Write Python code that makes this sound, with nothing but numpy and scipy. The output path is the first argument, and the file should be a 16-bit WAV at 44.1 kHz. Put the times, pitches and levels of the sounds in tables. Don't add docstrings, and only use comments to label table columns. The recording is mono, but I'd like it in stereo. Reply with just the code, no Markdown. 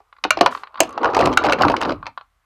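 import sys
import numpy as np
from scipy import signal
from scipy.fft import rfft, irfft, next_fast_len
from scipy.io import wavfile
from scipy.ndimage import uniform_filter1d

SR = 44100
rng = np.random.default_rng(int(sys.argv[2]) if len(sys.argv) > 2 else 0)


def amplitude_ratio(level_db):
    exponent = np.asarray(level_db, float) / 20
    return 10 ** exponent


def unload_wav(signal):
    wavfile.write(
        sys.argv[1],
        SR,
        np.round(np.clip(np.atleast_2d(signal).T, -1, 1) * 32767).astype(np.int16),
    )


N = 108045


def unit(x):
    return x / np.sqrt(np.mean(x ** 2) + 1e-20)


def coloured(x, points):
    m = next_fast_len(x.shape[-1] + 8192)
    f, db = np.transpose([(points[0][0] / 2, -60), *points, (points[-1][0] * 2, -60)])
    log_hz = np.log(np.fft.rfftfreq(m, 1 / SR) + 1)
    cepstrum = irfft(np.interp(log_hz, np.log(f), db) * np.log(10) / 20, m)
    cepstrum[1:m // 2] *= 2
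    cepstrum[m // 2 + 1:] = 0
    return irfft(rfft(x, m) * np.exp(rfft(cepstrum)), m)[..., :x.shape[-1]]


def butter(x, order, hz, kind="low"):
    return signal.sosfilt(signal.butter(order, hz, kind, fs=SR, output="sos"), x)


def decay(t, burst_s, t60_s, slow=1, hold=1):
    rise = 1 - np.exp(-(t / 0.0004 / slow) ** 2)
    return rise * amplitude_ratio(-60 * np.maximum(t - hold * burst_s, 0) / t60_s)


# (frequency [Hz], level [dB])
TOP_COLOUR = [(4600, -13.5), (6300, 13), (9000, 0.5), (14500, -9)]


def crease(db, panel_db, panel_hz, top_db, spread, crack_colour):
    t = np.arange(SR // 12) / SR
    noise = rng.standard_normal((3, len(t)))
    burst_s = 0.0025 * np.exp(0.3 * rng.standard_normal())

    colour = np.array(crack_colour, float)
    colour[:, 1] += 2.2 * rng.standard_normal(len(colour))
    crack = amplitude_ratio(-9) * unit(coloured(noise[0], colour)) * decay(t, burst_s, 0.019)
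    top = amplitude_ratio(top_db - 6) * unit(coloured(noise[1], TOP_COLOUR)) * decay(t, burst_s, 0.0038, slow=1.6)

    chime_hz = 4096 * (1 + 0.04 * rng.standard_normal())
    chime_db = -22.5 + 3 * rng.standard_normal()
    chime = amplitude_ratio(chime_db) * np.sin(2 * np.pi * chime_hz * t) * decay(t, burst_s, 0.026)

    detune = np.array([0, -0.5, 1.5, -2.5, 0.5]) * spread * (1 + 0.2 * rng.standard_normal(5))
    mode_hz = np.minimum(panel_hz * np.exp(detune), 1450)[:, None]
    mode_db = np.array([0, -4, -4, -13, -7]) + 2 * rng.standard_normal(5)
    modes = amplitude_ratio(mode_db)[:, None] * np.sin(2 * np.pi * mode_hz * t)
    modes = modes * decay(t, burst_s, 33.5 / mode_hz, slow=2.42, hold=0.42)
    flutter = unit(uniform_filter1d(uniform_filter1d(noise[2], size=40), size=40))
    ring = butter(modes.sum(0) * (1 + 0.23 * flutter), 2, 0.25 * panel_hz, "high")
    return amplitude_ratio(db) * (crack + top + chime + amplitude_ratio(2 + panel_db) * ring)


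# (time
# [s], crack peak [dB], panel over crack [dB], panel pitch [Hz], treble over crack [dB])
CREASES = [(0.2389, -6.5, -12, 1205, -22.5), (0.2496, -17, 4.5, 893, -31),
           (0.3058, -0.5, -6, 1242, -8.5), (0.372, -19, 4.5, 776, -45.5),
           (0.3891, -20, -18, 1210, -28), (0.41, 1.5, -3, 697, -22.5), (0.4608, -4.5, 2.5, 996, -16),
           (0.804, 1.5, -6, 663, 1.5), (0.8328, -19, -4.5, 747, -5.5), (0.9769, -21.5, 5.5, 822, -26),
           (1.0317, -21.5, 8.5, 952, -28), (1.0443, -15.5, 6, 1098, -18),
           (1.056, -17, 11, 1070, -44.5), (1.135, -22, -2, 1050, -25.5),
           (1.1473, -12, -6, 964, -19.5), (1.1666, -12.5, 6, 816, -15.5), (1.1903, -13, 0, 561, -18),
           (1.2093, -12, 0, 697, -17), (1.2559, -10.5, -5, 594, -12.5),
           (1.3279, -19.5, -3.5, 692, -26),
           (1.3732, -1.5, -3, 1388, -10.5), (1.4386, -15, -3.5, 980, -17.5),
               (1.4654, -12.5, 1, 626, -17.5), (1.4867, -20, 8, 1187, -26),
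               (1.5064, -18.5, 5.5, 745, -23.5), (1.5225, -6, -6, 1555, -16.5),
               (1.5319, -6.5, -10, 524, -18), (1.5875, -21.5, -15.5, 690, -26),
               (1.6105, -14, 7, 753, -23.5), (1.6205, -8, -9.5, 990, -15), (1.6346, -17.5, 10, 1313, -28),
               (1.6504, -16.5, 9, 937, -30.5), (1.6827, -12, -4, 1085, -22.5),
               (1.6985, -13.5, 2.5, 677, -22), (1.7179, -19, -12.5, 980, -17.5), (1.74, -36, 25, 1020, -27),
               (1.7653, -10.5, -12.5, 1020, -23), (1.8134, -12, -9.5, 1020, -15),
               (1.824, -17.5, 0.5, 976, -19.5), (1.832, -13.5, -15, 643, -24),
               (1.85, -17, -10.5, 1090, -42), (1.8926, -19, 2.5, 1223, -32), (1.9195, -22, 2.5, 628, -30),
               (2.0664, -19, -5, 929, -34.5),
           (.419, -23.5, 8.5, 616.5, -14), (.430, -29, 10, 936, -29), (.473, -20.5, 3, 815, -20),
                 (1.177, -22.5, 11, 899, -18), (1.195, -20.5, 2, 696, -12), (1.203, -17, -2, 586, -27.5),
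                 (1.219, -23.5, 3.5, 941, -18), (1.231, -29.5, 12.5, 694, -27.5),
                 (1.240, -23.5, 9.5, 598, -21), (1.272, -16.5, 7, 705, -20.5), (1.293, -27, 6, 499, -28.5),
                 (1.318, -28, 4, 590, -22), (1.335, -22, -5, 900, -16.5), (1.385, -29, -4, 1330, -23),
                 (1.444, -19.5, 9.5, 794, -24), (1.449, -15.5, -2.5, 700, -21.5),
                 (1.457, -17, 3.5, 650, -19), (1.496, -14.5, -3, 888, -24), (.822, -46, 29, 627, -39),
                 (1.706, -26.5, 8, 912, -23.5), (.41, -40.5, 28, 370, -40.5), (1.786, -33, -10, 1180, -29),
                 (1.808, -30.5, 8.5, 1027, -13.5), (1.856, -24.5, 6, 977, -19), (1.906, -21, 5, 1130, -33),
                 (2.076, -37, 6.5, 984, -25), (.003, -54.5, 11, 804, -40), (0.017, -62.5, 5, 816, -40),
                 (.252, -49, 25.5, 345, -40), (0.816, -50.5, 22.5, 273, -40), (1.864, -60, 16, 307, -39),
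                 (1.882, -47.5, 25.5, 294.6, -40), (1.908, -48, 27.5, 300, -39)]
# (time [s], crack peak [dB], panel over crack
# [dB])
FAINT_TICKS = [(0.1268, -37, -2.5), (0.1659, -43.5, -3), (0.185, -46, 0), (0.524, -29, 4),
               (0.5495, -22.5, 2), (0.5744, -29, 0), (0.6346, -23.5, -0.5), (0.6718, -33, -2.5),
               (0.7434, -38.5, 4), (0.7567, -31.5, 3.5), (1.0151, -30, 1), (2.0283, -35, 10.5),
               (2.042, -49, 12), (2.0574, -30, -2.5), (2.1758, -26.5, 3.5), (2.211, -35.5, 6),
               (0.774, -32.5, 1),
    (0.782, -43.5, 14),
    (0.793, -32, 5.5),
]
# (time [s], crack peak [dB])
CREEP_TICKS = [
    (.875, -37),
    (0.892, -36.5),
    (0.907, -40),
    (0.927, -39.5),
]
# (frequency [Hz], level [dB])
CRACK_COLOUR = [(1500, 4.5), (2700, 7.5), (3500, -1), (4500, 0.5), (6000, -9)]
# (frequency [Hz], level [dB])
TICK_COLOUR = [(1200, 2), (2000, 1), (3300, -3), (4600, -6), (5300, -24.5)]


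def snaps():
    tick_hz, crease_spread, tick_spread = 1142, 0.2488, 0.12
    events = [(*row, crease_spread, CRACK_COLOUR) for row in CREASES]
    events += [(*row, tick_hz, -45.5, tick_spread, TICK_COLOUR) for row in FAINT_TICKS]
    events += [(s, db, 1.5, tick_hz, -4, tick_spread, CRACK_COLOUR) for s, db in CREEP_TICKS]
    out = np.zeros(N + SR)
    for s, *settings in events:
        sound = crease(*settings)
        out[round((s - 0.0005) * SR):][:len(sound)] += sound
    return butter(out[:N], 2, 186, "high")


def buckle_grains(hz):
    rate_per_s, pitch_spread, cycles, scatter_db = 600, 0.4125, 4.97, 3.0
    gaps_s = -np.log(1 - rng.random(3000)) / rate_per_s
    at = (np.cumsum(gaps_s) * SR).astype(int)
    at = at[at < N][:, None]
    pitch, size, phase = rng.standard_normal(at.shape), rng.standard_normal(at.shape), rng.random(at.shape)
    t = np.arange(SR // 50) / SR
    f = np.clip(hz[at] * np.exp(pitch_spread * pitch), 30, 6800)
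    envelope = f ** 2.52 * t ** 2 * np.exp(-6 * f * t / cycles)
    wave = amplitude_ratio(scatter_db * size) * envelope * np.sin(2 * np.pi * (f * t + phase))
    where = at + np.arange(len(t))
    return unit(np.bincount(where.ravel(), wave.ravel(), N + SR)[:N])


# (frequency [Hz], level [dB per Hz])
FIZZ_COLOUR = [(1800, 2.5), (4400, 6), (6800, -15), (9000, -31)]


def crackle():
    rate_per_s, t60_s = 170, 0.011
    size, noise = rng.standard_normal((2, N))
    starts = (rng.random(N) < rate_per_s / SR) * amplitude_ratio(3.2 * size)
    bursts = signal.lfilter([1], [1, -amplitude_ratio(-60 / (t60_s * SR))], starts)
    return unit(coloured((bursts + 0.15) * noise, FIZZ_COLOUR))


# (time [s], effort [dB], grip weight [dB])
HAND_MOVES = [
    [(0.01, -63.5, -90), (0.194, -66, -74), (0.23, -62, -61)],
    [(0.24, -60, -49), (0.444, -27.5, -31), (0.72, -53.5, -75)],
    [(0.73, -49.5, -76), (0.824, -38, -34), (1.0, -33, -54)],
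    [(1.01, -29, -58), (1.058, -19, -29), (1.13, -28, -42)],
    [(1.14, -23, -34), (1.256, -17.5, -16.5), (1.36, -31, -27)],
    [(1.38, -29.5, -36.5), (1.492, -18.5, -24), (1.58, -31, -38)],
    [(1.59, -22, -28), (1.654, -20.5, -15.5), (1.8, -32, -37)],
    [(1.81, -28, -33.5), (1.894, -25.5, -25), (2.02, -51.5, -35)],
    [(2.03, -49, -35), (2.238, -77.5, -71), (2.44, -73.5, -77.5)],
]
# (frequency [Hz], level [dB per Hz])
PANEL_COLOUR = [(500, -20.5), (750, 2.5), (1200, 13), (1700, -10), (2800, -13.5)]
# (frequency [Hz], level [dB per Hz])
THUMP_COLOUR = [(40, -9.5), (110, -6), (190, -11), (290, 3.5), (400, -13.5)]


def rustle():
    s, *columns = np.transpose([row for move in HAND_MOVES for row in move])
    effort_db, weight_db = [np.interp(np.arange(N) / SR, s, c) for c in columns]
    slack_db, taut_db = -48.5, -27.5
    taut = np.clip((effort_db - slack_db) / (taut_db - slack_db), 0, 1)

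    buckle_hz = 704 * np.exp(0.0242 * (effort_db + 20))
    buckles = buckle_grains(buckle_hz) + 0.63 * unit(coloured(rng.standard_normal(N), PANEL_COLOUR))
    buckles = taut * buckles + (1 - taut) * butter(buckles, 4, 650, "high")
    fizz = amplitude_ratio(-24 + 0.084 * (effort_db + 22.5)) * crackle()

    thump = unit(coloured(rng.standard_normal(N), THUMP_COLOUR))
    thump = taut * thump + (1 - taut) * butter(thump, 4, 186)
    return amplitude_ratio(effort_db - 1.0) * (unit(buckles) + fizz), amplitude_ratio(weight_db - 1.5) * thump


# (start [s], length [s], level [dB])
FINGER_SLIDES = [
    (0.504, .15, -41),
    (0.813, .07, -42),
]
# (frequency [Hz], level [dB per Hz])
SLIDE_COLOUR = [(1500, 7.5), (7000, -6), (14500, -19)]


def slides():
    t = np.arange(N) / SR
    shape = np.zeros(N)
    for s, length_s, db in FINGER_SLIDES:
        gate = np.clip(np.minimum((t - s) / 0.014, (s + length_s - t) / 0.03), 0, 1)
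        shape += amplitude_ratio(db - 140 * (t - s)) * gate
    return shape * unit(coloured(rng.standard_normal(N), SLIDE_COLOUR))


# (frequency [Hz], t60 [s])
ROOM_T60 = [(200, 0.09), (1000, .16), (4000, 0.15), (12000, 0.018)]


def room(x):
    out, step = np.zeros(N + SR), SR // 10
    f, t60_s = np.transpose(ROOM_T60)
    for a in range(0, N, step):
        hz, t, z = signal.stft(rng.standard_normal(SR // 4), SR, nperseg=256)
        band_t60_s = np.interp(np.log(hz + 1), np.log(f), t60_s)[:, None]
        tail = signal.istft(z * amplitude_ratio(-60 * t / band_t60_s), SR, nperseg=256)[1]
        tail = signal.lfilter(*signal.butter(1, 6800, fs=SR), tail)
        wet = signal.fftconvolve(x[a:a + step], tail / np.linalg.norm(tail))
        out[a + 150:][:len(wet)] += wet
    return out[:N]


# (frequency [Hz], level [dB per Hz])
HUSH_COLOUR = [(40, 1.5), (90, -7.5), (220, -36.5), (1100, -15.5), (4500, -31.5), (14500, -38)]


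def hush():
    return amplitude_ratio(-68.5) * unit(coloured(rng.standard_normal(N), HUSH_COLOUR))


def scene():
    body, thump = rustle()
    near = snaps() + body + slides()
    mono = near + amplitude_ratio(-18) * room(near) + thump + hush()
    return np.array([mono, mono])


def band_limit(x):
    return signal.sosfilt(signal.butter(12, 14830, fs=SR, output="sos"), x)


def record(dry):
    clip_top = 0.94
    x = dry / (1 + np.abs(dry / clip_top) ** 8) ** (1 / 8)
    x = butter(x, 18, 14400)
    tap = np.arange(128)
    smear = rng.standard_normal(len(tap)) * amplitude_ratio(-tap * 0.2) * (tap > 20)
    side = signal.fftconvolve(np.diff(x[0], prepend=0), smear / np.linalg.norm(smear))[:N]
    side = amplitude_ratio(-21) * butter(side, 14, 4470, "high")
    return band_limit(x + side * np.array([[1], [-1]]))


dry = scene()
out = record(dry)
unload_wav(out)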